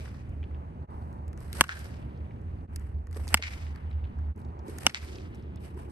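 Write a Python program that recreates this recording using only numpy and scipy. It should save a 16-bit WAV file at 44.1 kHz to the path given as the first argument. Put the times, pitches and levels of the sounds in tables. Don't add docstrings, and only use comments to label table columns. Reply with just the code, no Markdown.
import sys
import numpy as np
from scipy import signal
from scipy.fft import rfft, irfft
from scipy.io import wavfile

SR = 44100
rng = np.random.default_rng(int(sys.argv[2]) if len(sys.argv) > 2 else 0)


def file_out(sig):
    cols = np.atleast_2d(sig).T
    lim = np.clip(cols, -1, 1)
    pcm = np.round(lim * 32767).astype(np.int16)
    wavfile.write(sys.argv[1], SR, pcm)


N = 260631
T = np.arange(N) / SR

# start_s, level_db, stage_gap_s (between stages of the contact),
# push_db, body_db, thud_db, knock_db, ring_db, upper_ring_db, snap_db, high_snap_db,
# click_db (sent across the field), slap_db (off the stand), note_hz (strongest barrel note),
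# note_width_hz, note_db, stand_delay_s, screen_db (return from the screen)
HITS = [(-.15, -35, .0015, -5, -5, -14, -19, 9, -3.5, -3, -5.5, -10, 2, 2360, 495, 15.5, 0.077, -26),
        (1.6091, -6.5, 0.0018, -2.5, -2.5, -4, 0.5, -6.5, 3, 0.5, 0.5, -6, -5.5, 1576, 300, 26.5, 0.083, -22.5),
        (3.3424, -6, .00143, -8.5, -4.5, -9.5, -6.5, -3.5, 0.5, 1.5, -1, -4, -6, 2162, 518, 22.5, .0822, -22.5),
        (4.866, -30.5, .00138, 18, 20, 12, 14.5, 13, 27, 24, 16.5, -2, 0.5, 2040, 600, 12, 0.08, -26.5)]
SCREEN_SHARE, SCREEN_SMEAR_S = .36, .002
NOTE_FADE_T60_S = 0.6


def bat():
    out = np.zeros((2, N + 3 * SR))
    click = np.arange(SR // 50) == 0
    age = T[:SR]
    for s, db, gap_s, *parts_db, click_db, slap_db, hz, width_hz, note_db, stand_s, screen_db in HITS:
        at = round((1 + s) * SR)
        hit = from_db(db) * crack(gap_s, parts_db)
        out[:, at:at + hit.shape[1]] += hit * from_db([[.6], [-.6]])

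        mesh = rng.standard_normal((1, SR // 100)) * np.exp(-T[:SR // 100] / SCREEN_SMEAR_S)
        back = from_db(screen_db) * signal.fftconvolve(hit, mesh / np.linalg.norm(mesh), axes=1)
        screen_at = at + round(SCREEN_SHARE * stand_s * SR)
        out[:, screen_at:screen_at + back.shape[1]] += back

        field = from_db(click_db) * surroundings(stand_s, slap_db)
        note = from_db(note_db) * signal.lfilter(*signal.iirpeak(hz, hz / width_hz, SR), click)
        note_fade = from_db(-60 * np.maximum(age - stand_s, 0) / NOTE_FADE_T60_S)
        note_field = field * (age > SCREEN_SHARE * stand_s - .002) * note_fade
        out[:, at:at + SR] += field + signal.fftconvolve(note_field, note[None], axes=1)[:, :SR]
    return out[:, SR:SR + N]


# pitch_hz, level_db
BAT_MODES = [(160, -18.5), (268, -9), (350, -20.5), (530, -27), (873, -6.5), (1086, -5.5), (1400, -8),
             (1622, -3.5), (2070, -4.5), (2855, -3.5), (3120, -6.5), (4090, -11.5), (5000, -4.5),
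             (5875, -12.5), (6180, 0), (8100, -3), (8600, 2.5), (7400, -15), (9200, -10.5), (11900, -1.5)]
# stage (in stage gaps), level_db, treble_db
CONTACT_STAGES = [(0, 6, -10.5), (0.999, -4, -10), (2.002, -21.5, -14), (3.001, -6, -13),
                  (3.999, -15.5, -15)]
PART_TOPS_HZ = [300, 600, 1300, 1900, 2500, 4000, 7000]
RING_CYCLES, LONGEST_T60_S = 10, 0.015
WOOD_LATE_S, LATE_CYCLES = 0.00027, .8
STRIKE_SPREAD_DB = .8
SNAP_SMEAR_S = 0.0014
CRACK_LAG_S = .0001


def crack(gap_s, parts_db):
    size = SR // 20
    wood, bright = np.zeros((2, size))
    splinter = from_db(-16) * rng.standard_normal(size) * from_db(-60 * T[:size] / .03)
    splinter = signal.sosfilt(signal.butter(2, 12000, fs=SR, output="sos"), splinter)
    for k, (hz, level_db) in enumerate(BAT_MODES):
        clicks = np.zeros(size)
        snap = hz > PART_TOPS_HZ[-2]
        late_s = 0 if snap else WOOD_LATE_S + min(LATE_CYCLES / hz, .002)
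        for stage, db, treble_db in CONTACT_STAGES:
            strike_db = db + treble_db * snap + STRIKE_SPREAD_DB * rng.standard_normal()
            clicks[round((stage * gap_s + late_s) * SR)] = from_db(strike_db)
        if snap:
            grains = rng.standard_normal(size // 8) * np.exp(-T[:size // 8] / SNAP_SMEAR_S)
            clicks = np.convolve(clicks, grains / np.linalg.norm(grains))[:size]
        part_db = parts_db[np.searchsorted(PART_TOPS_HZ, hz)]
        gain = (-1) ** k * from_db(level_db + part_db + 3)
        mode = gain * ring(clicks, hz, min(RING_CYCLES / hz * (1 + snap), LONGEST_T60_S))
        if hz < PART_TOPS_HZ[3]:
            wood = wood + mode
        else:
            bright = bright + mode
    return wood + place(bright + splinter, bright + splinter, CRACK_LAG_S)


# delay_share (of the stand's delay), level_db, smear_s, left_lag_s
ECHOES = [(.353, -11, .008, .00015), (.657, -24, .008, .00015), (1, 2.5, .0006, .00023)]
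FIELD_DB = -30
SCATTER_DB, SCATTER_T60_S, SCATTER_END_S = -6, 0.99, 0.36
DISTANT_DB, DISTANT_T60_S = -16.5, 4.2
NEARBY_DB, NEARBY_T60_S = -4, .16
WALLS_PER_S, WALL_DB, WALL_SPREAD_DB = 150, 11.5, 2
EARLY_DB, EARLY_S, EARLY_FADE_S = 6, 0.034, 0.0045
FADE_IN_DB, FADE_IN_S = -6, 0.0096


def surroundings(stand_s, slap_db):
    age = T[:SR]
    lumps = from_db(2.3 * drift(27)[:SR] + 0.86 * drift(120)[:SR])
    wall_gains = from_db(WALL_DB + WALL_SPREAD_DB * rng.standard_normal(SR))
    walls = (rng.random(SR) < WALLS_PER_S / SR) * wall_gains
    lumps = lumps * (0.94 + np.convolve(walls, np.exp(-T[:SR // 200] / 0.00075))[:SR] / 4)

    fade_db = -60 * age / SCATTER_T60_S - 150 * np.maximum(age - SCATTER_END_S, 0)
    fade_db += EARLY_DB * np.exp(-np.maximum(age - stand_s - EARLY_S, 0) / EARLY_FADE_S)
    fade_in = from_db(FADE_IN_DB) * np.clip(1 - (stand_s - age) / FADE_IN_S, 0, 1)
    started = np.where(age > stand_s, 1, fade_in)
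    mid, side, far = rng.standard_normal((3, SR))
    far = signal.sosfilt(signal.butter(4, 3000, fs=SR, output="sos"), far)
    far = far * from_db(DISTANT_DB - 60 * age / DISTANT_T60_S)
    mid, side = np.array([mid, side]) * from_db(SCATTER_DB + fade_db)
    scatter = place(mid + .6 * side + far, mid - .6 * side + far, .00023)
    out = started * lumps * from_db(FIELD_DB) * scatter
    nearby_db = NEARBY_DB + FIELD_DB - 60 * age / NEARBY_T60_S
    out = out + from_db(nearby_db) * rng.standard_normal((2, SR))

    for share, db, smear_s, lag_s in ECHOES:
        echo, spread = np.zeros(SR), round(smear_s * SR)
        start = round(share * stand_s * SR)
        gain = from_db(db + slap_db * (share == 1))
        echo[start:start + spread] = gain * rms_one(rng.standard_normal(spread)) / np.sqrt(spread)
        out = out + place(echo, echo, lag_s)
    out = signal.sosfilt(signal.butter(4, 8000, fs=SR, output="sos"), out)
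    return signal.sosfilt(signal.butter(2, [800, 6500], "band", fs=SR, output="sos"), out)


# pitch_hz, level_db (per Hz)
RUSTLE_COLOUR = [(1500, -30), (3000, 1.5), (5000, 1.5), (7000, -2.5), (8500, 10), (10300, -4), (11500, 10),
                 (12000, -4.5), (12500, -52), (16000, -59)]
# pitch_hz, level_db (per Hz)
WHOOSH_COLOUR = [(150, -18.5), (300, -3.5), (600, -0.5), (1000, -2.5), (1800, -2.5), (3000, -10),
                 (5000, -58)]
BATTER_LAG_S = .00015


def batter():
    rustle, whoosh = movement()
    alike = [(300, 0.21), (8000, 0.037)]   # pitch_hz, left-right likeness
    grit = from_db(2.0 * drift(82))
    out = rustle * grit * coloured(RUSTLE_COLOUR, 0.5, BATTER_LAG_S, alike)
    out += whoosh * grit * coloured(WHOOSH_COLOUR, 1.8, BATTER_LAG_S, alike)
    return out + ticks() + thuds()


# land_s (front foot), scuff_db, coil_db, turn_db, follow_db, settle_db
SWINGS = [(-.35, -60, -62, -40, -65.5, -64), (1.401, -89, -65, -50, -56, -65),
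          (3.153, -54, -63, -53.5, -59.5, -62), (4.682, -59, -61.5, -53, -58, -70)]
# start_s, length_s, rustle_db, whoosh_db
SHUFFLES = [(0.024, 0.012, -100, -70), (0.887, 0.25, -80, -94), (2.712, 0.16, -73.5, -66),
            (4.374, 0.026, -75, -98.5), (5.334, 0.03, -76, -96.5), (5.585, 0.044, -70, -77.5),
            (5.62, 0.038, -62.5, -59), (5.755, 0.059, -66.5, -65), (5.88, 0.047, -68.5, -93)]
LAND_S, FOLLOW_S = 0.021, 0.18
LAND_T60_S, COIL_T60_S, TURN_T60_S = 0.024, 0.05, 0.12
FOLLOW_T60_S, SETTLE_T60_S, SHUFFLE_T60_S = 0.57, 8, 0.25
STRIDE_S, TURN_LEAD_S = 0.06, .078
SWELL_S, SWELL_DB = 0.087, 10.5
LAND_AIR_DB, COIL_AIR_DB, TURN_AIR_DB, FOLLOW_AIR_DB, SETTLE_AIR_DB = 1, 4.5, -5, 3, 25


def movement():
    gains = sum(burst(s, s + length, SHUFFLE_T60_S, db) for s, length, *db in SHUFFLES)
    for (hit, *_), (land, scuff_db, coil_db, turn_db, follow_db, settle_db) in zip(HITS, SWINGS):
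        turn, followed = hit - TURN_LEAD_S, hit + FOLLOW_S
        gains = gains + burst(land, land + LAND_S, LAND_T60_S, [scuff_db, scuff_db + LAND_AIR_DB])
        gains += burst(land - STRIDE_S, turn, COIL_T60_S, [coil_db, coil_db + COIL_AIR_DB], STRIDE_S)
        gains += burst(turn, hit, TURN_T60_S, [turn_db, turn_db + TURN_AIR_DB])
        gains += burst(hit - SWELL_S, hit, LAND_T60_S, [turn_db - 16.5, turn_db + SWELL_DB], SWELL_S)
        gains += burst(hit, followed, FOLLOW_T60_S, [follow_db, follow_db + FOLLOW_AIR_DB])
        gains += burst(hit, followed, SETTLE_T60_S, [settle_db - SETTLE_AIR_DB, settle_db])
    return gains


ATTACK_S, SWELL_POWER = 0.019, 2.5


def burst(start, end, t60, db, attack=ATTACK_S):
    rise = np.clip((T - start) / attack, 0, 1) ** SWELL_POWER
    shape = rise * from_db(-60 * np.maximum(T - end, 0) / t60)
    return from_db(db)[:, None] * shape


# start_s, dull_db (peak), dull_hz, bright_db (rms of its first 5 ms)
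TICKS = [(0.0561, -41.5, 1470, -74), (0.0774, -47, 1330, -82), (0.142, -47.5, 1240, -81),
         (0.293, -70, 1330, -68), (0.429, -46, 2120, -79), (0.439, -44.5, 2330, -84),
         (0.5109, -50.5, 1450, -80), (0.546, -49, 2180, -87), (1.128, -54, 1260, -68),
         (1.28, -56, 1940, -60.5), (1.3304, -51, 1540, -61), (1.3755, -50, 1580, -58),
         (1.405, -61, 1540, -59), (1.4124, -61, 1760, -74), (1.529, -40.5, 1920, -39.5),
         (1.538, -46, 2000, -51), (1.681, -57, 2400, -45), (1.7917, -54, 2050, -49),
         (1.844, -59, 1640, -52), (1.9734, -68, 1790, -76), (2.174, -63, 4000, -87),
         (2.309, -47.5, 1939, -88), (2.318, -63, 3500, -87), (2.416, -72, 2000, -75),
         (2.7604, -45, 1970, -40), (2.796, -65, 1240, -62), (3.07, -48, 1495, -62.5),
         (3.1116, -52, 1400, -60.5), (3.1283, -49, 1680, -55.5), (3.146, -51, 4500, -70),
         (3.1593, -44, 1240, -60), (3.271, -41.5, 1210, -56), (3.279, -40.5, 1900, -41.5),
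         (3.288, -37, 4500, -49), (3.667, -42.5, 2240, -81), (3.7595, -43, 1280, -62),
         (3.759, -52, 3580, -70), (3.904, -71, 1193, -74), (3.9117, -52.5, 3090, -84.5),
         (3.929, -55.5, 3200, -89), (4.041, -48, 2490, -95), (4.051, -50, 2500, -90),
         (4.1875, -51.5, 1250, -71.5), (4.3612, -62, 1470, -65), (4.3779, -59, 1270, -69),
         (4.403, -67, 1483, -69), (4.416, -61.5, 3500, -72), (4.448, -60.5, 4500, -84.5),
         (4.591, -55, 4460, -71), (4.668, -67, 3900, -77), (4.682, -62, 1910, -53.5),
         (4.697, -64, 1900, -59), (4.785, -38.5, 1520, -41.5), (4.8207, -41, 1710, -68),
         (5.156, -40.5, 4100, -70), (5.1844, -42, 2980, -72), (5.347, -72, 5000, -62.5),
         (5.354, -60, 5200, -68), (5.424, -59, 4250, -90), (5.433, -60, 3000, -90), (5.559, -56, 1410, -60),
         (5.572, -54, 2740, -89), (5.744, -69, 5200, -74)]
BRIGHT_T60_S = .011
BRIGHT_PEAK_HZ, BRIGHT_PEAK_DB = 9500, 2.5
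GRAINS_PER_S, GRAIN_HZ, GRAIN_DB, GRAIN_SPREAD_DB = 9.8, 2840, -68.5, -1.5


def ticks():
    dull, bright = np.zeros((2, N))
    for s, dull_db, hz, bright_db in TICKS:
        at = round(s * SR)
        high = puff(BRIGHT_T60_S, 2700, 11300)
        peak = signal.iirpeak(BRIGHT_PEAK_HZ, 3.0, SR)
        high = high + from_db(BRIGHT_PEAK_DB) * signal.lfilter(*peak, high)
        dull[at:at + len(high)] += from_db(dull_db) * knock(hz)
        bright[at:at + len(high)] += from_db(bright_db) * high / np.std(high[:SR // 200])
    grain_gains = from_db(GRAIN_DB + GRAIN_SPREAD_DB * rng.standard_normal(N))
    stray = (rng.random(N) < GRAINS_PER_S / SR) * grain_gains
    return dull + signal.fftconvolve(stray, knock(GRAIN_HZ))[:N] + place(bright, bright, BATTER_LAG_S)


DULL_OCTAVES, DULL_T60_S = 1.03, 0.021


def knock(hz):
    sound = puff(DULL_T60_S, hz * 2 ** (-DULL_OCTAVES / 2), hz * 2 ** (DULL_OCTAVES / 2))
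    return sound / np.abs(sound).max()


def puff(t60, low_hz, high_hz):
    size = SR // 40
    noise = rng.standard_normal(size) * from_db(-60 * T[:size] / t60)
    return signal.sosfilt(signal.butter(3, [low_hz, high_hz], "band", fs=SR, output="sos"), noise)


# start_s, level_db (peak), pitch_hz
THUDS = [(1.411, -42, 800), (1.541, -41, 278), (3.163, -34.5, 360), (3.166, -47, 900), (3.195, -42.5, 700),
         (3.272, -41, 700), (3.393, -30, 400), (4.683, -33.5, 302), (4.695, -40.5, 160), (4.854, -40, 900),
         (5.028, -38, 1800), (5.04, -40, 1980), (5.769, -36.5, 330), (5.775, -43.5, 1086)]
THUD_CYCLES = 21


def thuds():
    out = np.zeros(N)
    for s, db, hz in THUDS:
        at = round(s * SR)
        low = puff(THUD_CYCLES / hz, hz / 2.0, hz * 1.4)
        out[at:at + len(low)] += from_db(db) * low / np.abs(low).max()
    return out


# pitch_hz, balance_db (left minus right)
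NEAR_BALANCE = [(1200, -3), (2000, 3.5), (2900, 4), (3800, -3), (5000, -11.5), (7000, -1.5), (10000, 1)]


def near_balance(pair):
    tilt_db = at_hz(NEAR_BALANCE, np.maximum(np.fft.rfftfreq(N, 1 / SR), 1)) / 2
    return irfft(rfft(pair) * from_db([tilt_db, -tilt_db]), N)


# start_s, drone_db, traffic_db
FAR_LEVELS = [(0, -39.5, -42), (.871, -40.5, -42), (2.674, -34.5, -44.5), (4.341, -42.5, -43.5)]
# pitch_hz, level_db (per Hz)
TRAFFIC_COLOUR = [(15, -49.5), (28, -31.5), (45, -5.5), (75, 0.5), (110, -2), (200, -10), (400, -18.5),
                  (800, -28), (1600, -38.5), (2600, -46.5), (3300, -59.5), (4500, -59), (8000, -61),
                  (12000, -64), (13000, -81.5), (15000, -99)]
# pitch_hz, likeness (0 to 1)
TRAFFIC_LIKENESS = [(60, 1), (150, .93), (400, 0.87), (1500, 0.46), (6000, 0.56)]
# start_s, end_s, level_db
BEEPS = [(.885, 1.02, -62), (1.085, 1.21, -64)]
BEEP_HZ = 888
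DRONE_HZ, DRONE_WIDTH_HZ = 75.8, 14.5
TRAFFIC_LAG_S = .00047


def far_field():
    starts, *levels = np.transpose(FAR_LEVELS)
    stretch = np.clip(np.searchsorted(starts, T) - 1, 0, None)
    drone_db, traffic_db = np.array(levels)[:, stretch]
    t60 = np.log(1000) / (np.pi * DRONE_WIDTH_HZ)
    resonant = ring(ring(rng.standard_normal(2 * N), DRONE_HZ, t60), DRONE_HZ, t60)
    drone = from_db(drone_db) * rms_one(resonant[N:])
    beep_gain = sum(from_db(db) * np.clip(np.minimum(T - a, b - T) / 0.0075, 0, 1) for a, b, db in BEEPS)
    hum = drone + beep_gain * np.sin(2 * np.pi * BEEP_HZ * T)
    traffic = from_db(traffic_db) * coloured(TRAFFIC_COLOUR, 1.0, TRAFFIC_LAG_S, TRAFFIC_LIKENESS)
    out = place(hum, hum, TRAFFIC_LAG_S) + traffic + murmur(stretch)
    return out * from_db([[-.75], [.75]])


# pitch_hz, then level_db for each stretch between dips
MURMUR = [(216, -60.5, -60, -58, -58.5), (352, -69.5, -66.5, -73, -54), (600, -67, -64.5, -82, -68.5),
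          (880, -62, -59.5, -59.5, -61)]
MURMUR_SWELL_DB = 3.5
MURMUR_SHARPNESS = 2.2


def murmur(stretch):
    out = 0
    for hz, *db in MURMUR:
        peak = signal.iirpeak(hz, MURMUR_SHARPNESS, SR)
        band = signal.lfilter(*peak, signal.lfilter(*peak, rng.standard_normal((2, N))))
        mid, side = rms_one(band) * from_db(np.array(db)[stretch] + MURMUR_SWELL_DB * drift(2.3))
        out = out + place(mid + 0.41 * side, mid - 0.22 * side, TRAFFIC_LAG_S)
    return out


def from_db(db):
    return 10 ** (np.asarray(db) / 20)


def rms_one(x):
    return x / np.sqrt(np.mean(x ** 2) + 1e-20)


def at_hz(points, hz):
    points = np.array(points)
    return np.interp(np.log(hz), np.log(points[:, 0]), points[:, 1])


def drift(rate_hz):
    r = np.exp(-80 * np.pi * rate_hz / SR)
    slow = signal.lfilter([1], [1, -2 * r, r * r], rng.standard_normal(N // 40 + 2002))[2000:]
    return np.interp(np.arange(N) / 40, np.arange(len(slow)), rms_one(slow))


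def ring(clicks, hz, t60):
    r, w = from_db(-60 / (t60 * SR)), 2 * np.pi * hz / SR
    return signal.lfilter([0, np.sin(w)], [1, -2 * r * np.cos(w), r * r], clicks + 1e-18)


def place(left, right, lag_s):
    lag = round(lag_s * SR)
    return np.array([np.roll(left, max(lag, 0)), np.roll(right, max(-lag, 0))])


def coloured(spectrum, patchy_db, lag_s, alike):
    hz = np.maximum(np.fft.rfftfreq(N, 1 / SR), 1)
    share = np.clip(at_hz(alike, hz), 0, 1)
    mid, side = rfft(rng.standard_normal((2, N))) * from_db(at_hz(spectrum, hz))
    pair = np.sqrt(1 + share) * mid + np.sqrt(1 - share) * side * [[1], [-1]]
    edges_hz = [0, 120, 350, 900, 2200, 5000, SR]
    together = drift(5)
    out = 0
    for low, high in zip(edges_hz, edges_hz[1:]):
        band = irfft(pair * ((hz >= low) & (hz < high)), N)
        out = out + band * from_db(patchy_db * (0.16 * together + drift(6.6)))
    return rms_one(place(*out, lag_s))


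def scene():
    return near_balance(bat() + batter()) + far_field()


# centre_s, half_length_s
DIPS = [(0.869, 0.034), (2.672, 0.025), (4.341, 0.036)]
CUTOFF_HZ = 16900


def record(dry):
    over_db = np.maximum(20 * np.log10(np.abs(dry).max(0) + 1e-9) + 16, 0)
    release_db = 110 * T
    held_db = np.maximum(np.maximum.accumulate(over_db + release_db) - release_db, 0)
    r = np.exp(-1 / (0.042 * SR))
    gain = from_db(-.9 * signal.lfilter([1 - r], [1, -r], held_db))
    for s, half_s in DIPS:
        gain = gain * np.clip(np.abs(T - s) / half_s, .08, 1)
    clipped = np.clip(dry * gain, -.75, .75)
    return signal.sosfilt(signal.cheby2(12, 70, CUTOFF_HZ, fs=SR, output="sos"), clipped)


dry = scene()
out = record(dry)
file_out(out)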